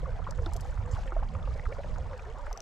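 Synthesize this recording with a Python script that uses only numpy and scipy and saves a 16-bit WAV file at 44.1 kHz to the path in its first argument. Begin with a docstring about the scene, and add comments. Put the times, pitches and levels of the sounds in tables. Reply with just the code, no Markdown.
"""Fishing by a shallow river

Bubbles ring, hollows gulp and wavelets slap close by, over the steady wash of the current.
The reel clicks as its pawl (a springy catch) drops onto a gear's teeth. It whirrs briefly
as line is pulled off, and ticks again at the end.
The line hisses as it slides through the rod rings, while wind buffets the microphone."""
import sys
import numpy as np
from scipy import signal
from scipy.io import wavfile

SR = 44100
rng = np.random.default_rng(int(sys.argv[2]) if len(sys.argv) > 2 else 0)


def persist_wave(psi):
    """Save psi, clipped to +-1, as 16-bit WAV."""
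    counts = np.round(np.clip(psi, -1, 1) * 32767).astype(np.int16)
    wavfile.write(sys.argv[1], SR, np.atleast_2d(counts).T)


N = 115101
T = np.arange(N) / SR

# How alike a noise is in both ears. Each row: frequency in Hz, likeness from 0 to 1.
EAR_LIKENESS = [(30, 0.7), (80, 0.99), (200, 0.59), (500, 0.98), (1200, 0.86), (2500, 0.42), (5000, 1),
                (9000, 0.58), (13000, 0)]

# Wind strength. Each row: time in seconds, rumble level in dB, flutter level in dB.
WIND_LEVELS = [(0, -37.5, -38.5), (0.2, -33.5, -41.5), (0.43, -33, -38.5), (0.72, -34.5, -43),
               (0.81, -34.5, -40.5), (0.89, -34.5, -33.5), (0.96, -27, -41), (1.07, -33, -42),
               (1.13, -34.5, -50.5), (1.19, -30, -45), (1.3, -35.5, -40), (1.5, -33, -38),
               (1.68, -43, -43.5), (1.76, -37, -43.5), (1.93, -31.5, -35.5), (2.09, -40, -39),
               (2.2, -38.5, -53), (2.35, -44, -48), (2.48, -36, -60.5), (2.61, -51.5, -54)]
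# Tone of the deep rumble and of the higher flutter. Each row: frequency in Hz, relative level in dB.
RUMBLE_TONE = [(20, -5.5), (33, -1.5), (50, -7), (70, -21), (120, -41.5)]
FLUTTER_TONE = [(35, -24), (65, 2), (95, -7), (130, -9), (190, -20), (280, -29.5), (500, -38.5)]
# Single thumps of wind. Each row: time in seconds, level in dB, width in seconds.
WIND_THUMPS = [(.396, -20.5, 0.0037), (0.793, -18, 0.0038), (0.94, -19.5, 0.003), (1.361, -22.5, 0.0037),
               (1.674, -21, 0.0049), (1.934, -26, 0.0036)]

# Tone of the river's wash. Each row: frequency in Hz, relative level in dB.
WASH_TONE = [(200, -12), (370, -10.5), (500, -0.5), (700, 0.5), (1200, -5), (1900, -11), (3000, -25),
             (5000, -34.5), (7400, -30.5), (9500, -45.5), (12400, -59), (14000, -72)]
# Typical strength of the small bubbles and spray. Each row: pitch in Hz, level in dB.
SMALL_BUBBLE_LEVELS = [(380, -60), (500, -46), (700, -55), (1250, -46.5), (1800, -53), (2800, -54),
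                       (4500, -59.5), (7500, -52.5)]
# The loudest bubbles, then bursting droplets. Each row: start in seconds, pitch in Hz, level in dB.
LOUD_BUBBLES = [(0.029, 499, -29.5), (0.267, 1027, -26.5), (0.288, 543, -30), (0.461, 680, -32),
                (0.464, 1370, -30.5), (0.464, 334, -29), (0.495, 698, -37), (0.555, 408, -36),
                (0.653, 780, -30.5), (0.876, 886, -32.5), (0.968, 1440, -32.5), (0.985, 720, -31.5),
                (1.121, 1264, -27), (1.122, 352, -34), (1.127, 1410, -33.5), (1.165, 646, -20),
                (1.227, 843, -29), (1.352, 1165, -28.5), (1.477, 880, -34), (1.553, 625, -33),
                (1.557, 493, -34), (1.596, 1950, -29.5), (1.664, 1250, -27), (1.721, 545, -26),
                (1.768, 1020, -33), (1.785, 526, -27), (1.792, 550, -24.5), (1.802, 675, -30),
                (1.844, 580, -29), (1.986, 693, -33.5), (2.466, 1320, -33.5), (2.478, 596, -34),
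                (2.514, 704, -35), (2.575, 765, -32.5)]
BURSTING_DROPLETS = [(0.243, 3200, -43), (.4609, 3590, -33), (0.861, 7060, -47.5), (1.4283, 3450, -43),
                     (1.984, 6600, -42), (2.194, 2410, -38.5)]
# Gulping hollows. Each row: start and length in seconds, first and last pitch in Hz, level in dB.
WATER_GLUGS = [(.065, 0.038, 578, 466, -37), (.37, 0.083, 531, 428, -38), (.61, .11, 460, 520, -50),
               (.82, 0.13, 456.6, 532, -45), (1.04, 0.094, 570, 484, -46.5), (1.315, 0.064, 429, 615, -46),
               (1.67, 0.068, 385, 540, -42.5), (1.86, 0.13, 594.6, 638, -51.5),
               (1.97, 0.069, 476, 532, -47.5), (2.105, 0.065, 609, 460, -39.5),
               (2.255, 0.077, 366, 503, -43.5), (2.35, 0.078, 451.5, 624, -48.5)]
# Wavelets slapping over. Each row: start in seconds, level in dB, middle frequency in Hz.
WAVELET_SLAPS = [(.076, -38, 770), (0.271, -32.5, 1100), (.386, -39, 1060), (0.4601, -39.5, 4560),
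                 (0.465, -39, 1140), (0.774, -40.5, 1060), (.957, -38.5, 1000), (1.075, -42.5, 2270),
                 (1.121, -35.5, 890), (1.165, -37.5, 890), (1.228, -37.5, 1050), (1.287, -48.5, 3700),
                 (1.348, -46, 2200), (1.473, -38, 1010), (1.653, -35.5, 1540), (1.723, -38.5, 2040),
                 (1.833, -42, 2130), (1.959, -38.5, 1210), (2.131, -35.5, 1380), (2.465, -36.5, 1390),
                 (2.509, -35, 1040)]

# Strength of the line's hiss. Each row: time in seconds, level in dB.
HISS_LEVELS = [(0, -71), (.40, -69.5), (.45, -61), (.51, -69.5), (.64, -62), (.76, -68.5), (.83, -70.5),
               (.90, -70), (.925, -59), (.99, -61.5), (1.07, -68), (1.12, -73), (1.44, -70), (1.51, -66),
               (1.68, -68), (1.96, -67.5), (2.08, -69)]
# Tone of that hiss. Each row: frequency in Hz, relative level in dB.
HISS_TONE = [(1200, -13), (2800, 1.5), (5000, 0), (7500, -6), (9500, -14.5), (12400, -18), (15000, -34)]
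# The line drawing tight. Each row: time in seconds, level in dB, width in seconds.
LINE_RASPS = [(.69, -79.5, .065)]

# The reel's ringing notes. Each row: pitch in Hz, level in dB, seconds to fade by 60 dB.
REEL_NOTES = [(4420, -11, 0.0074), (5010, -6, 0.0049), (6120, -4, 0.003), (7350, -6, 0.0063),
              (9320, -12, 0.0036), (9750, -18, 0.0058), (12500, -7.5, 0.002)]
# Clicks of the pawl. Each row: start in seconds, level in dB, seconds until the bounce,
# bounce level in dB relative to the click, treble cutoff in Hz.
PAWL_CLICKS = [(0.3086, -33, 0.0011, -5.5, 7100), (0.5348, -36.5, 0.0072, -9, 14000),
               (0.565, -36.5, 0.006, -11, 15000), (0.6086, -38, 0.0046, -8, 13000),
               (1.071, -54.5, 0.0063, -2, 9000), (2.1772, -47, 0.0018, -9, 6500)]
# The spool creeping round. Each row: start in seconds, level in dB, pitch in Hz, seconds to fade 60 dB.
SPOOL_TICKS = [(2.5288, -37.5, 6040, 0.013), (2.5748, -36, 5960, 0.013), (2.6045, -36, 6200, 0.0058)]
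# The notes in a tick. Each row: multiple of its pitch, level in dB, share of its fade time.
SPRING_NOTES = [(1, 0.5, 1), (1.25, -5.5, 0.42), (1.95, -14, .3)]


def from_db(db):
    """Turn decibels into a number to multiply by."""
    return 10 ** (np.asarray(db) / 20)


def rms_one(x):
    """Scale a signal so its average strength (rms) is 1."""
    return x / np.sqrt(np.mean(x ** 2) + 1e-20)


def in_time(rows):
    """Join a table's timed points with straight lines, one curve per level column."""
    times, *columns = np.transpose(rows)
    return [np.interp(T, times, column) for column in columns]


def at_hz(points, hz):
    """Read a table at any frequency, spacing the octaves evenly."""
    frequencies, values = np.transpose(points)
    return np.interp(np.log(hz), np.log(frequencies), values)


def pan(db):
    """Left and right gains that make the left ear louder by db (quieter if negative)."""
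    return from_db(np.array([[db], [-db]]) / 2)


def add(out, start, sound):
    """Mix a sound in at a start time in seconds."""
    i = int(np.clip(start * SR, 0, N - 1))
    out[..., i:i + sound.shape[-1]] += sound[..., :N - i]


def drift(rate_hz):
    """A smooth random wobble of strength 1; a higher rate wobbles faster."""
    r = np.exp(-80 * np.pi * rate_hz / SR)
    slow = signal.lfilter([1], [1, -2 * r, r * r], rng.standard_normal(N // 40 + 2002))[2000:]
    return np.interp(np.arange(N) / 40, np.arange(len(slow)), rms_one(slow))


def ring(force, hz, fade_s):
    """Each push starts a pure note that fades by 60 dB in fade_s seconds."""
    r, w = from_db(-60 / (fade_s * SR)), 2 * np.pi * hz / SR
    return signal.lfilter([0, np.sin(w)], [1, -2 * r * np.cos(w), r * r], force + 1e-18)


def banded_noise(tone, flicker_db, flicker_hz):
    """Stereo noise of strength 1, made of bands that each flicker, less so in the treble."""
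    out, edges = 0, np.r_[18, 30, 45, 65, np.geomspace(90, 16000, 25)]
    white = rng.standard_normal((2, 2, N + SR // 4))
    for k, (low, high) in enumerate(zip(edges, edges[1:])):
        hz = np.sqrt(low * high)
        flicker = drift(flicker_hz) / np.hypot(1, hz / 2000)
        if tone[0][0] / 2 < hz < tone[-1][0] * 2:
            band = signal.butter(3, [low, high], "band", fs=SR, output="sos")
            mid, side = signal.sosfilt(band, white[k % 2])[:, -N:]
            alike = np.clip(at_hz(EAR_LIKENESS, hz), -1, 1)
            stereo = np.sqrt(1 + alike) * mid + np.sqrt(1 - alike) * side * [[1], [-1]]
            out = out + from_db(at_hz(tone, hz) + flicker_db * flicker) * stereo
    return rms_one(out)


def wind():
    """Air hits the microphone: a lumpy rumble, a flutter and a few thumps."""
    rumble_db, flutter_db = in_time(WIND_LEVELS)
    out = from_db(rumble_db) * banded_noise(RUMBLE_TONE, flicker_db=1.5, flicker_hz=7.6)
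    out += from_db(flutter_db) * banded_noise(FLUTTER_TONE, flicker_db=2.5, flicker_hz=7.6)
    for time, db, width in WIND_THUMPS:
        offset_squared = ((T - time) / width) ** 2
        out -= from_db(db) * (1 - offset_squared) * np.exp(-offset_squared / 2)
    return out * pan(db=-4.5)


def bubble(hz, db, cycles, place):
    """A bubble rings, rising slightly in pitch as it fades by 60 dB over the given cycles."""
    pitch_rise, swell_cycles = 0.029, 0.83
    turns = np.arange(int(cycles / hz * SR)) * hz / SR
    age = turns / cycles
    phase = 2 * np.pi * turns * (1 + pitch_rise * age)
    # Its place across the stream puts one ear's wave a little ahead.
    lead = place * np.interp(hz, [500, 2200, 5000], [.12, .42, .25])
    loudness = (1 - np.exp(-turns / swell_cycles)) * np.exp(-np.log(1000) * age)
    return from_db(db) * loudness * np.sin(phase + lead * np.array([[1], [-1]]))


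def bubble_cloud(per_s, low_hz, high_hz, cycles):
    """Many small bubbles ring at random times, pitches and sizes."""
    out = np.zeros((2, N))
    chance, spread = rng.random((3000, 3)), rng.standard_normal((3000, 2))
    for (when, pitch, length), (size, place) in zip(chance[:int(per_s * N / SR)], spread):
        hz = low_hz * (high_hz / low_hz) ** pitch
        db = at_hz(SMALL_BUBBLE_LEVELS, hz) + 5 * min(size, 2)
        add(out, when * N / SR, bubble(hz, db, cycles * (.5 + length), place))
    return out


def glug(length, from_hz, to_hz, db):
    """A hollow in the water rings unsteadily and glides in pitch as it closes or opens."""
    age = np.linspace(0, 1, int(length * SR))
    phase = 2 * np.pi * np.cumsum(from_hz + (to_hz - from_hz) * age) / SR
    waver = 0.35 * (drift(68) + 1j * drift(68))[:len(age)]  # shakes both level and pitch
    note = rms_one(np.real((1 + waver) * np.exp(1j * phase))) / np.sqrt(2)
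    return from_db(db) * np.sin(np.pi * age) * note


def slap(db, hz):
    """A wavelet folds over in a short wet burst; higher ones die away sooner."""
    rise_s, fade_s_at_1khz, width_ratio = 0.0015, 0.0063, 1.24
    t = T[:SR // 20]
    edges = np.clip([hz / width_ratio, hz * width_ratio], 100, 15000)
    band = signal.butter(2, edges, "band", fs=SR, output="sos")
    noise = rng.standard_normal(len(t)) + 0.29 * rng.standard_normal((2, len(t)))
    loudness = (1 - np.exp(-t / rise_s)) * np.exp(-t / fade_s_at_1khz * np.sqrt(hz / 1000))
    return from_db(db) * loudness * rms_one(signal.sosfilt(band, noise))


def river():
    """The current gurgles and spits close by, over its wash farther off."""
    water = bubble_cloud(per_s=230, low_hz=429, high_hz=2324, cycles=32.5)
    spray = bubble_cloud(per_s=300, low_hz=1793, high_hz=7370, cycles=18)
    for start, hz, db in LOUD_BUBBLES:
        add(water, start, bubble(hz, db, cycles=21.9, place=1.05 * rng.standard_normal()))
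    for start, length, from_hz, to_hz, db in WATER_GLUGS:
        add(water, start, glug(length, from_hz, to_hz, db))
    for start, hz, db in BURSTING_DROPLETS:
        add(spray, start, bubble(hz, db, cycles=38, place=0.79 * rng.standard_normal()))
    for start, db, hz in WAVELET_SLAPS:
        add(water, start, slap(db, hz))
    wash = from_db(-51) * banded_noise(WASH_TONE, flicker_db=6, flicker_hz=25.5)
    return water + wash + spray * pan(db=2)


def fishing_line():
    """Line slides through the rod rings with a grainy hiss, and rasps as it draws tight."""
    level_db, = in_time(HISS_LEVELS)
    grain_db = 3 * drift(rate_hz=130)
    hiss = from_db(level_db) * banded_noise(HISS_TONE, flicker_db=7, flicker_hz=51)
    band = signal.butter(3, [7500, 13000], "band", fs=SR, output="sos")
    rasp = rms_one(signal.sosfilt(band, rng.standard_normal(N) + rng.standard_normal((2, N))))
    tightness = sum(from_db(db) * np.exp(-((T - time) / width) ** 2 / 2) for time, db, width in LINE_RASPS)
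    return from_db(grain_db) * (hiss + tightness * rasp) * pan(db=2.5)


def contact():
    """The force of metal hitting metal: a snap, then a tiny rattle that differs at each ear."""
    rattle_db, rattle_s = -9.5, 0.002
    t = T[:SR // 20]
    shared, per_ear = rng.standard_normal(len(t)), rng.standard_normal((2, len(t)))
    force = from_db(rattle_db) * (shared + per_ear / 2) * np.exp(-t / rattle_s) / 2
    force[:, 0] += 1  # the snap
    return force


def reel_body(force):
    """A knock makes the reel ring; we hear both, with the bass cut away."""
    rings = sum((-1) ** k * from_db(db) * ring(force, hz, fade_s)
                for k, (hz, db, fade_s) in enumerate(REEL_NOTES))
    return signal.sosfilt(signal.butter(2, 2500, "high", fs=SR, output="sos"), rings + force)


def reel_clicks():
    """The pawl drops on a tooth and bounces once."""
    force = np.zeros((2, N))
    for start, db, delay, bounce_db, cutoff_hz in PAWL_CLICKS:
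        soften = signal.butter(2, cutoff_hz, fs=SR, output="sos")
        add(force, start, from_db(db) * signal.sosfilt(soften, contact()))
        add(force, start + delay, from_db(db + bounce_db) * signal.sosfilt(soften, contact()))
    return reel_body(force)


def reel_ticks():
    """Single teeth scrape past the pawl and leave its spring ringing."""
    out, snap_db = np.zeros((2, N)), -2.5
    for start, db, hz, fade_s in SPOOL_TICKS:
        force = contact()
        push = np.c_[force[:, :1], force[:, 1:] / 2]  # the spring takes the snap and half the rattle
        rings = sum(from_db(note_db) * ring(push, hz * ratio, fade_s * share)
                    for ratio, note_db, share in SPRING_NOTES)
        add(out, start, from_db(db) * (rings + from_db(snap_db) * force))
    return out


def reel_whirr():
    """A tug spins the spool: a fast run of teeth, hard at first, then coasting."""
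    start_s, end_s, teeth_per_s = .9133, 1.09, 235
    force_db, hold_s, fall_db_per_s, coast_db = -36, 0.0051, 703, -28
    peak_hz, width_hz = 6930, 660
    force = np.zeros((2, N))
    for k, (jitter, uneven_db) in enumerate(rng.standard_normal((60, 2))):
        age, tooth = (k + jitter / 10) / teeth_per_s, contact()
        # A quick drop to coasting, on top of a slow fade of 35 dB a second.
        fall_db = np.clip(-fall_db_per_s * (age - hold_s), coast_db, 0) - 35 * age
        if age < end_s - start_s:
            add(force, start_s + age, from_db(force_db + fall_db + uneven_db) * tooth)
    narrow_band = signal.iirpeak(peak_hz, peak_hz / width_hz, fs=SR)
    return reel_body(signal.lfilter(*narrow_band, force))


def scene():
    """Mix river, wind and line with the reel, which sits to the left."""
    background = river() + wind()
    reel = (reel_clicks() + reel_ticks() + reel_whirr()) * pan(db=6)
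    return background + fishing_line() + reel


def record(dry):
    """Cut the highest treble, by at least 60 dB from 16500 Hz up."""
    return signal.sosfilt(signal.cheby2(12, 60, 16500, fs=SR, output="sos"), dry)


dry = scene()
out = record(dry)
persist_wave(out)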